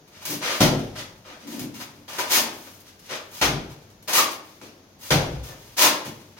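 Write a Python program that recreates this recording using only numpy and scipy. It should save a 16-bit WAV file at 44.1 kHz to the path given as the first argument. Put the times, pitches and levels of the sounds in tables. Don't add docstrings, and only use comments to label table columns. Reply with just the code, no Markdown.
import sys
import numpy as np
from scipy import signal
from scipy.fft import rfft, irfft
from scipy.io import wavfile
from scipy.ndimage import uniform_filter1d

SR = 44100
rng = np.random.default_rng(int(sys.argv[2]) if len(sys.argv) > 2 else 0)


def generate_wav(sig):
    pcm = np.round(np.clip(np.atleast_2d(sig).T, -1, 1) * 32767).astype(np.int16)
    wavfile.write(sys.argv[1], SR, pcm)


N = 281799
SPOTS = 3
TAPS = 4096
HZ = np.fft.rfftfreq(TAPS, 1 / SR)
OCTAVES = np.log2(np.maximum(HZ, 400) / 3000)

# (time [s], length [s], level [dB], tilt [dB/octave],
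# heap level [dB], blade note [Hz], note against heap [dB], judder level [dB])
HEAP_SCOOPS = [(2.289, .134, -15.5, 1.4, -27.5, 950, -8, -32.5),
               (4.121, 0.097, -14.5, 1.5, -18, 1142, -4.5, -42.5),
               (5.765, .125, -13, .95, -15.5, 1010, -12.5, -31.5)]
# (time [s], length [s], level [dB], tilt [dB/octave])
FLOOR_GRAZES = [(0.21, 0.042, -40, -0.5), (0.25, 0.082, -30.5, 2), (0.294, 0.073, -28, 2.4),
                (1.467, 0.18, -39.5, 1), (1.593, 0.058, -39, 1), (1.736, 0.084, -40.5, 1),
                (1.799, 0.03, -32.5, -0.7), (2.078, 0.46, -35.5, -1), (2.181, .04, -22.5, -1.6),
                (2.522, 0.32, -46, 3.5), (3.69, 0.042, -46.5, -0.5), (4.075, 0.11, -25, -0.3),
                (4.304, 0.038, -35, 2.5), (5.427, 0.12, -41, 1), (5.558, 0.86, -50.5, 1),
                (6.045, 0.052, -35.5, -0.5)]
# (time [s], length [s], level [dB], tilt [dB/octave])
MORTAR_SLIDES = [(0.105, 0.18, -48, 1), (0.402, 0.19, -24, 0.3), (0.949, 0.086, -32.5, .8),
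                 (1.232, .15, -42, -1.5), (1.359, 0.15, -49.5, 2), (2.654, 0.044, -44, -1.5),
                 (2.845, 0.063, -47.5, 3.5), (3.014, 0.15, -47.5, 3.5), (3.085, .1, -29, -0.3),
                 (4.612, 0.081, -46, 2.5), (5.468, 0.099, -44, -7.5), (6.364, 0.038, -44.5, 0)]
# (frequency [Hz], level [dB])
GRIT_SPECTRUM = [(35, -46), (60, -28.5), (153, -18.5), (189, -8.5), (308, -5), (458, -8), (579, -3),
                 (666, -3.5), (991, -2), (1950, -4.5), (2140, -3), (6140, -5.5), (7750, -12.5),
                 (13900, -10), (16000, -63)]
# (frequency [Hz], coherence [0-1])
MIC_COHERENCE = [(100, 1), (290, 0.91), (640, 0.59), (1400, 0), (3000, 0)]


def amp(db):
    return 10 ** (np.asarray(db) / 20)


def unit_rms(x):
    return x / np.sqrt(np.mean(x ** 2) + 1e-20)


def curve(points, hz):
    point_hz, value = np.transpose(points)
    return np.interp(np.log(np.minimum(hz, 14000) + 1), np.log(point_hz + 1), value)


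def colour(spectrum, tilt_db):
    return amp(curve(spectrum, HZ) + tilt_db * OCTAVES)


def add(mix, at_s, sound):
    part = mix[round(at_s * SR):][:len(sound)]
    part += sound[:len(part)]


def resonance(hz, width):
    return 1 / np.sqrt(1 + ((HZ ** 2 - hz ** 2) / (width * HZ + 1e-9)) ** 2)


def ring(drive, envelope, gain, db):
    cepstrum = irfft(np.log(np.maximum(gain / gain.max(), 1e-5)))
    cepstrum[1:TAPS // 2] *= 2
    cepstrum[TAPS // 2 + 1:] = 0
    response = irfft(np.exp(rfft(cepstrum)))
    sound = signal.fftconvolve(drive * envelope, response)
    return amp(db) * sound * np.linalg.norm(envelope) / (np.linalg.norm(sound) + 1e-12)


def grains(size, per_s, spread_db):
    strength = amp(spread_db * np.minimum(rng.exponential(1, size), 3.5))
    sign = rng.choice([-1, 1], size)
    hits = rng.random(size) < per_s / SPOTS / SR
    return strength * sign * (hits + 1e-3)


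def clumps(size, per_s, depth_db):
    wander = np.interp(np.arange(size) / SR * per_s, np.arange(1000), rng.standard_normal(1000))
    return amp(depth_db * wander)


def stroke(swell_s, fade_s, bite):
    t = np.arange(int((swell_s + fade_s) * SR)) / SR
    contact = np.minimum(t / (0.3 * swell_s), 1)
    push = bite + (1 - bite) * np.sin(np.pi / 2 * t / swell_s) ** 2
    slowing = np.cos(np.pi / 2 * (t - swell_s) / fade_s)
    return np.where(t < swell_s, push, slowing) * contact


def site_air():
    # (frequency [Hz], level [dB])
    wash_spectrum = [(15, -41.5), (25, -11), (170, 1.5), (714, -7), (1020, -11.5), (1160, -12.5),
                     (2160, -16), (2760, -17), (5570, -16.5), (6560, -14.5), (7710, -34), (13600, -24),
                     (16000, -55.5)]
    hz = np.fft.rfftfreq(N, 1 / SR)
    left, unrelated = rfft(rng.standard_normal((2, N)))
    coherence = curve(MIC_COHERENCE, hz)
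    pair = np.array([left, coherence * left + np.sqrt(1 - coherence ** 2) * unrelated])
    wash = unit_rms(irfft(pair * amp(curve(wash_spectrum, hz)), N))
    drone = unit_rms(irfft(left / (1 + ((hz - 97) / 3) ** 2), N))
    return amp(-54) * wash + amp(-66.5) * drone


def reflections(t):
    # (frequency [Hz], T60 [s])
    decay_times = [(60, 1.43), (150, 0.36), (400, 0.81), (1000, 0.53), (3000, 0.44), (8000, 0.32),
                   (15000, 0.24)]
    echoes = rng.standard_normal((2, len(t))) * (t > 0.002) * (1 + 0.99 * np.exp(-t / 0.012))
    hz, frame_s, bands = signal.stft(echoes, SR, nperseg=512)
    coherence = curve(MIC_COHERENCE, hz)[:, None]
    bands[1] = coherence * bands[0] + np.sqrt(1 - coherence ** 2) * bands[1]
    bands *= 10 ** (-3 * frame_s / curve(decay_times, hz)[:, None])
    energy = (abs(bands) ** 2).sum(2, keepdims=True)
    bands /= np.sqrt(uniform_filter1d(energy, size=3, axis=1))
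    tail = signal.istft(bands, SR, nperseg=512)[1][:, :len(t)]
    return tail / np.linalg.norm(tail, axis=1, keepdims=True)


def room(sound):
    # (frequency [Hz], relative level [dB], T60 [s])
    standing_waves = [(60, -29, 0.9), (111.5, -7.5, 1.1), (139.6, -4, 0.52), (228, -7.5, 0.72)]
    null_hz = 81
    t = np.arange(SR) / SR
    response = amp(-0.5) * reflections(t)
    arrivals = 6 + rng.integers(-6, 7, 2)
    response[[0, 1], arrivals] += amp(-6)
    for hz, db, t60 in standing_waves:
        rate = np.log(1000) / t60
        response += amp(db + 8) * 2 * rate / SR * np.exp(-rate * t) * np.cos(2 * np.pi * hz * t)
    response = signal.lfilter(*signal.iirnotch(null_hz, 2.6, SR), response)
    return signal.fftconvolve(sound[None], response, axes=1)[:, :N]


def loose_sand():
    t, level = np.arange(SR) / SR, np.zeros(N + SR)
    for at_s, _, db, *_ in HEAP_SCOOPS + FLOOR_GRAZES + MORTAR_SLIDES:
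        span = slice(round(at_s * SR), round(at_s * SR) + SR)
        settle_s = 0.65 * amp(0.22 * db)
        settling = np.minimum(t / 0.02, 1) / (1 + (t / settle_s) ** 4)
        level[span] = np.maximum(level[span], amp(-47.5 + 0.26 * db) * settling)
    sand = grains(N, per_s=1500, spread_db=5) * clumps(N, per_s=40, depth_db=3)
    return level[:N] * ring(sand, np.ones(N), colour(GRIT_SPECTRUM, tilt_db=0.4), db=0)[:N]


def crack(db, tilt_db):
    t = np.arange(SR // 30) / SR
    fragments = grains(len(t), per_s=8000, spread_db=3)
    return ring(fragments, np.exp(-t / 0.007), colour(GRIT_SPECTRUM, tilt_db), db)


def clink(db, hz, t60):
    t = np.arange(SR // 4) / SR
    envelope = amp(db - 60 * t / t60) * np.minimum(t / 0.006, 1)
    return envelope * np.sin(2 * np.pi * (hz * t + rng.random()))


def judder(swell_s, fade_s, db, hz, width):
    speed = stroke(swell_s, fade_s, bite=0.3)
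    jolts = grains(len(speed), per_s=600, spread_db=1.5)
    body = resonance(hz, width) ** 2 + amp(-16.5) * resonance(hz, hz) ** 2
    return ring(jolts, speed, body, db)


def drag(length_s, db, hz, width):
    return judder(0.47 * length_s, 0.53 * length_s, db, hz, width)


def bubbles(size, per_s, low_hz, high_hz, cycles, glide, pitches=7):
    out = np.zeros(size)
    for hz in np.geomspace(low_hz, high_hz, pitches) * rng.uniform(0.85, 1.15, pitches):
        age = np.arange(int(cycles * SR / hz)) * hz / (cycles * SR)
        pop = np.sin(2 * np.pi * cycles * age * (1 + glide * age)) * np.exp(-4 * age) * np.sqrt(hz)
        count = 1 + int(per_s / SPOTS / pitches * size / SR)
        for at_s, db in zip(rng.random(count) * size / SR, 4 * rng.exponential(1, 99)):
            add(out, at_s, amp(min(db, 14)) * pop)
    return unit_rms(out)


def slide(length_s, db, tilt_db):
    # (frequency [Hz], level [dB])
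    paste_spectrum = [(35, -42), (60, -28), (250, -4), (458, -3), (607, 0.5), (803, -5), (1220, 0.5),
                      (1340, -1), (2970, -3), (6280, -7), (7570, -16.5), (13000, -19), (16000, -33)]
    speed = stroke(0.38 * length_s, 0.62 * length_s, bite=0.47)
    sand = unit_rms(grains(len(speed), per_s=4500, spread_db=3.5))
    sand *= clumps(len(speed), per_s=160, depth_db=1.5)
    pops = bubbles(len(speed), per_s=450, low_hz=525, high_hz=4320, cycles=25, glide=0.06)
    return ring(sand + amp(-16) * pops, speed, colour(paste_spectrum, tilt_db), db)


def scrape(swell_s, fade_s, db, bite, tilt_db, note_hz=970, note_db=-26):
    # (frequency [Hz], width [Hz], level [dB])
    blade_modes = [(1786, 45, -1.5), (2150, 110, -19), (2800, 40, -4), (3300, 51, -7), (3630, 40, -8),
                   (4470, 33, -23), (5000, 59, -2), (6500, 260, 1.5), (8670, 41, -8)]
    speed = stroke(swell_s, fade_s, bite)
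    modes = sum(amp(level) * resonance(hz, width) ** 2 for hz, width, level in blade_modes)
    steel = colour(GRIT_SPECTRUM, tilt_db) * (1 + 0.55 * modes)
    sand = grains(len(speed), per_s=4200, spread_db=4.2) * clumps(len(speed), per_s=160, depth_db=1.9)
    note = resonance(note_hz, width=260) ** 2
    return ring(sand, speed, steel, db) + ring(sand, speed, note, db + note_db)


def graze(length_s, db, tilt_db):
    return scrape(0.01, length_s, db, bite=0.78, tilt_db=tilt_db)


def scoop(length_s, db, tilt_db, heap_db, note_hz, note_db, judder_db):
    out = np.zeros(SR)
    push = scrape(0.39 * length_s, 0.61 * length_s, db, bite=0.46, tilt_db=tilt_db, note_hz=note_hz)
    heap = scrape(0.011, 0.058, heap_db, bite=0.71, tilt_db=-1, note_hz=note_hz, note_db=note_db)
    jolt = judder(0.015, 0.06, judder_db, hz=253, width=220)
    lift = scrape(0.014, 0.072, db=-37, bite=0.35, tilt_db=-3, note_hz=note_hz, note_db=-24)
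    for share, sound in ((0, push), (0.5, heap), (0.5, jolt), (1.1, lift)):
        add(out, share * length_s, sound)
    return out


def swing():
    return scrape(0.076, 0.09, db=-37.5, bite=0.23, tilt_db=2.2, note_db=-32)


def clods(envelope, db, hz):
    push = resonance(hz, width=0.76 * hz) / (1 + (HZ / (3.7 * hz)) ** 2)
    return ring(grains(len(envelope), per_s=900, spread_db=1.5), envelope, push, db)


def slap(splash_db, splash_s, tilt_db, thump_db, thump_s, thump_hz, slop_db, slop_hz, droplets_db):
    # (frequency [Hz], level [dB])
    splash_spectrum = [(180, -33.5), (300, -5), (433, -7), (749, -2.5), (961, -6.5), (1100, -8),
                       (1430, -5.5), (1690, -8.5), (2000, -7.5), (3290, -8), (4830, -10.5), (6300, -10.5),
                       (7320, -21), (13500, -20.5), (16000, -40)]
    wet = colour(splash_spectrum, tilt_db)
    t, out = np.arange(SR // 2) / SR, np.zeros(SR)
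    spreading = np.minimum(t / 0.0029, 1) * np.exp(-(t / splash_s) ** 2)
    spreading *= 1 + 0.5 * np.exp(-t / 0.0068)
    spray = unit_rms(grains(len(t), per_s=5000, spread_db=3.5)) * clumps(len(t), per_s=300, depth_db=2.6)
    pops = bubbles(len(t), per_s=900, low_hz=473, high_hz=3230, cycles=9.5, glide=0.14)
    add(out, 0, ring(spray + amp(-15) * pops, spreading, wet, splash_db))
    add(out, 0, clods(stroke(0.0083, thump_s, bite=0.96), thump_db, thump_hz))
    sagging = np.minimum(t / 0.0046, 1) * np.exp(-t / 0.061)
    slop = grains(len(t), per_s=700, spread_db=5.5)
    add(out, 0, ring(slop, sagging, resonance(slop_hz, width=620) ** 3, slop_db))
    falling = np.minimum(t / 0.06, 1) * np.exp(-np.maximum(t - 0.06, 0) / 0.14)
    droplets = grains(len(t), per_s=990, spread_db=4.5)
    add(out, 0, ring(droplets, falling, wet, droplets_db))
    return out


def plastering():
    # (time [s], splash level [dB], splash length [s], tilt [dB/octave],
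    # thump level [dB], thump length [s], thump pitch [Hz], slop level [dB], slop pitch [Hz], droplets [dB])
    wall_slaps = [(0.603, -14, 0.047, 0.84, -12, 0.081, 185, -20, 590, -35),
                  (3.412, -15, 0.053, 0, -27, 0.18, 143, -37, 476, -40),
                  (5.104, -14.5, 0.044, 0.14, -19, 0.081, 135, -23, 620, -36.5)]
    # (time [s], level [dB], tilt [dB/octave])
    pebble_cracks = [(.077, -45, -0.5), (.252, -21.5, 4), (1.594, -26.5, 2.5), (2.083, -45, -1),
                     (2.803, -42, 5), (2.993, -42, 2.5), (3.901, -47.5, 0.5), (4.025, -42, 2.5),
                     (4.614, -35, -3.5)]
    # (time [s], level [dB], pitch [Hz], T60 [s])
    blade_clinks = [(2.193, -14.5, 985, .075), (5.485, -39, 1770, .11), (5.853, -27, 1020, .1)]
    # (time [s], length [s], level [dB], pitch [Hz], width [Hz])
    shovel_drags = [(0.259, 0.12, -33.5, 227, 288), (1.392, 0.38, -33.5, 251, 104),
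                    (1.585, .055, -32, 149, 111), (1.892, .17, -50.5, 236, 50),
                    (4.608, 0.043, -40.5, 284, 260), (6.049, .04, -33, 170, 203)]
    # (time [s], swell [s], fade [s], level [dB], pitch [Hz], width [Hz])
    mortar_drops = [(0.719, 0.045, 0.091, -36, 125, 65), (3.535, 0.019, 0.11, -35, 128, 92),
                    (5.26, 0.046, 0.067, -33.5, 138, 62), (5.22, 0.12, 0.072, -38, 62, 15)]
    work = loose_sand()
    for source, events in ((slap, wall_slaps), (scoop, HEAP_SCOOPS), (graze, FLOOR_GRAZES),
                           (crack, pebble_cracks), (clink, blade_clinks), (slide, MORTAR_SLIDES),
                           (drag, shovel_drags), (judder, mortar_drops)):
        for at_s, *settings in events:
            add(work, at_s, source(*settings))
    for at_s, *_ in wall_slaps:
        add(work, at_s - 0.122, swing())
    return room(work)


def scene():
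    work = sum(plastering() for _ in range(SPOTS)) / np.sqrt(SPOTS)
    return (work + site_air()) * amp([[1], [-1]])


def record(dry):
    lowpass = signal.firwin(511, 16150, window=("kaiser", 9), fs=SR)
    return signal.oaconvolve(np.clip(dry, -1, 1), lowpass[None], "same")


dry = scene()
out = record(dry)
generate_wav(out)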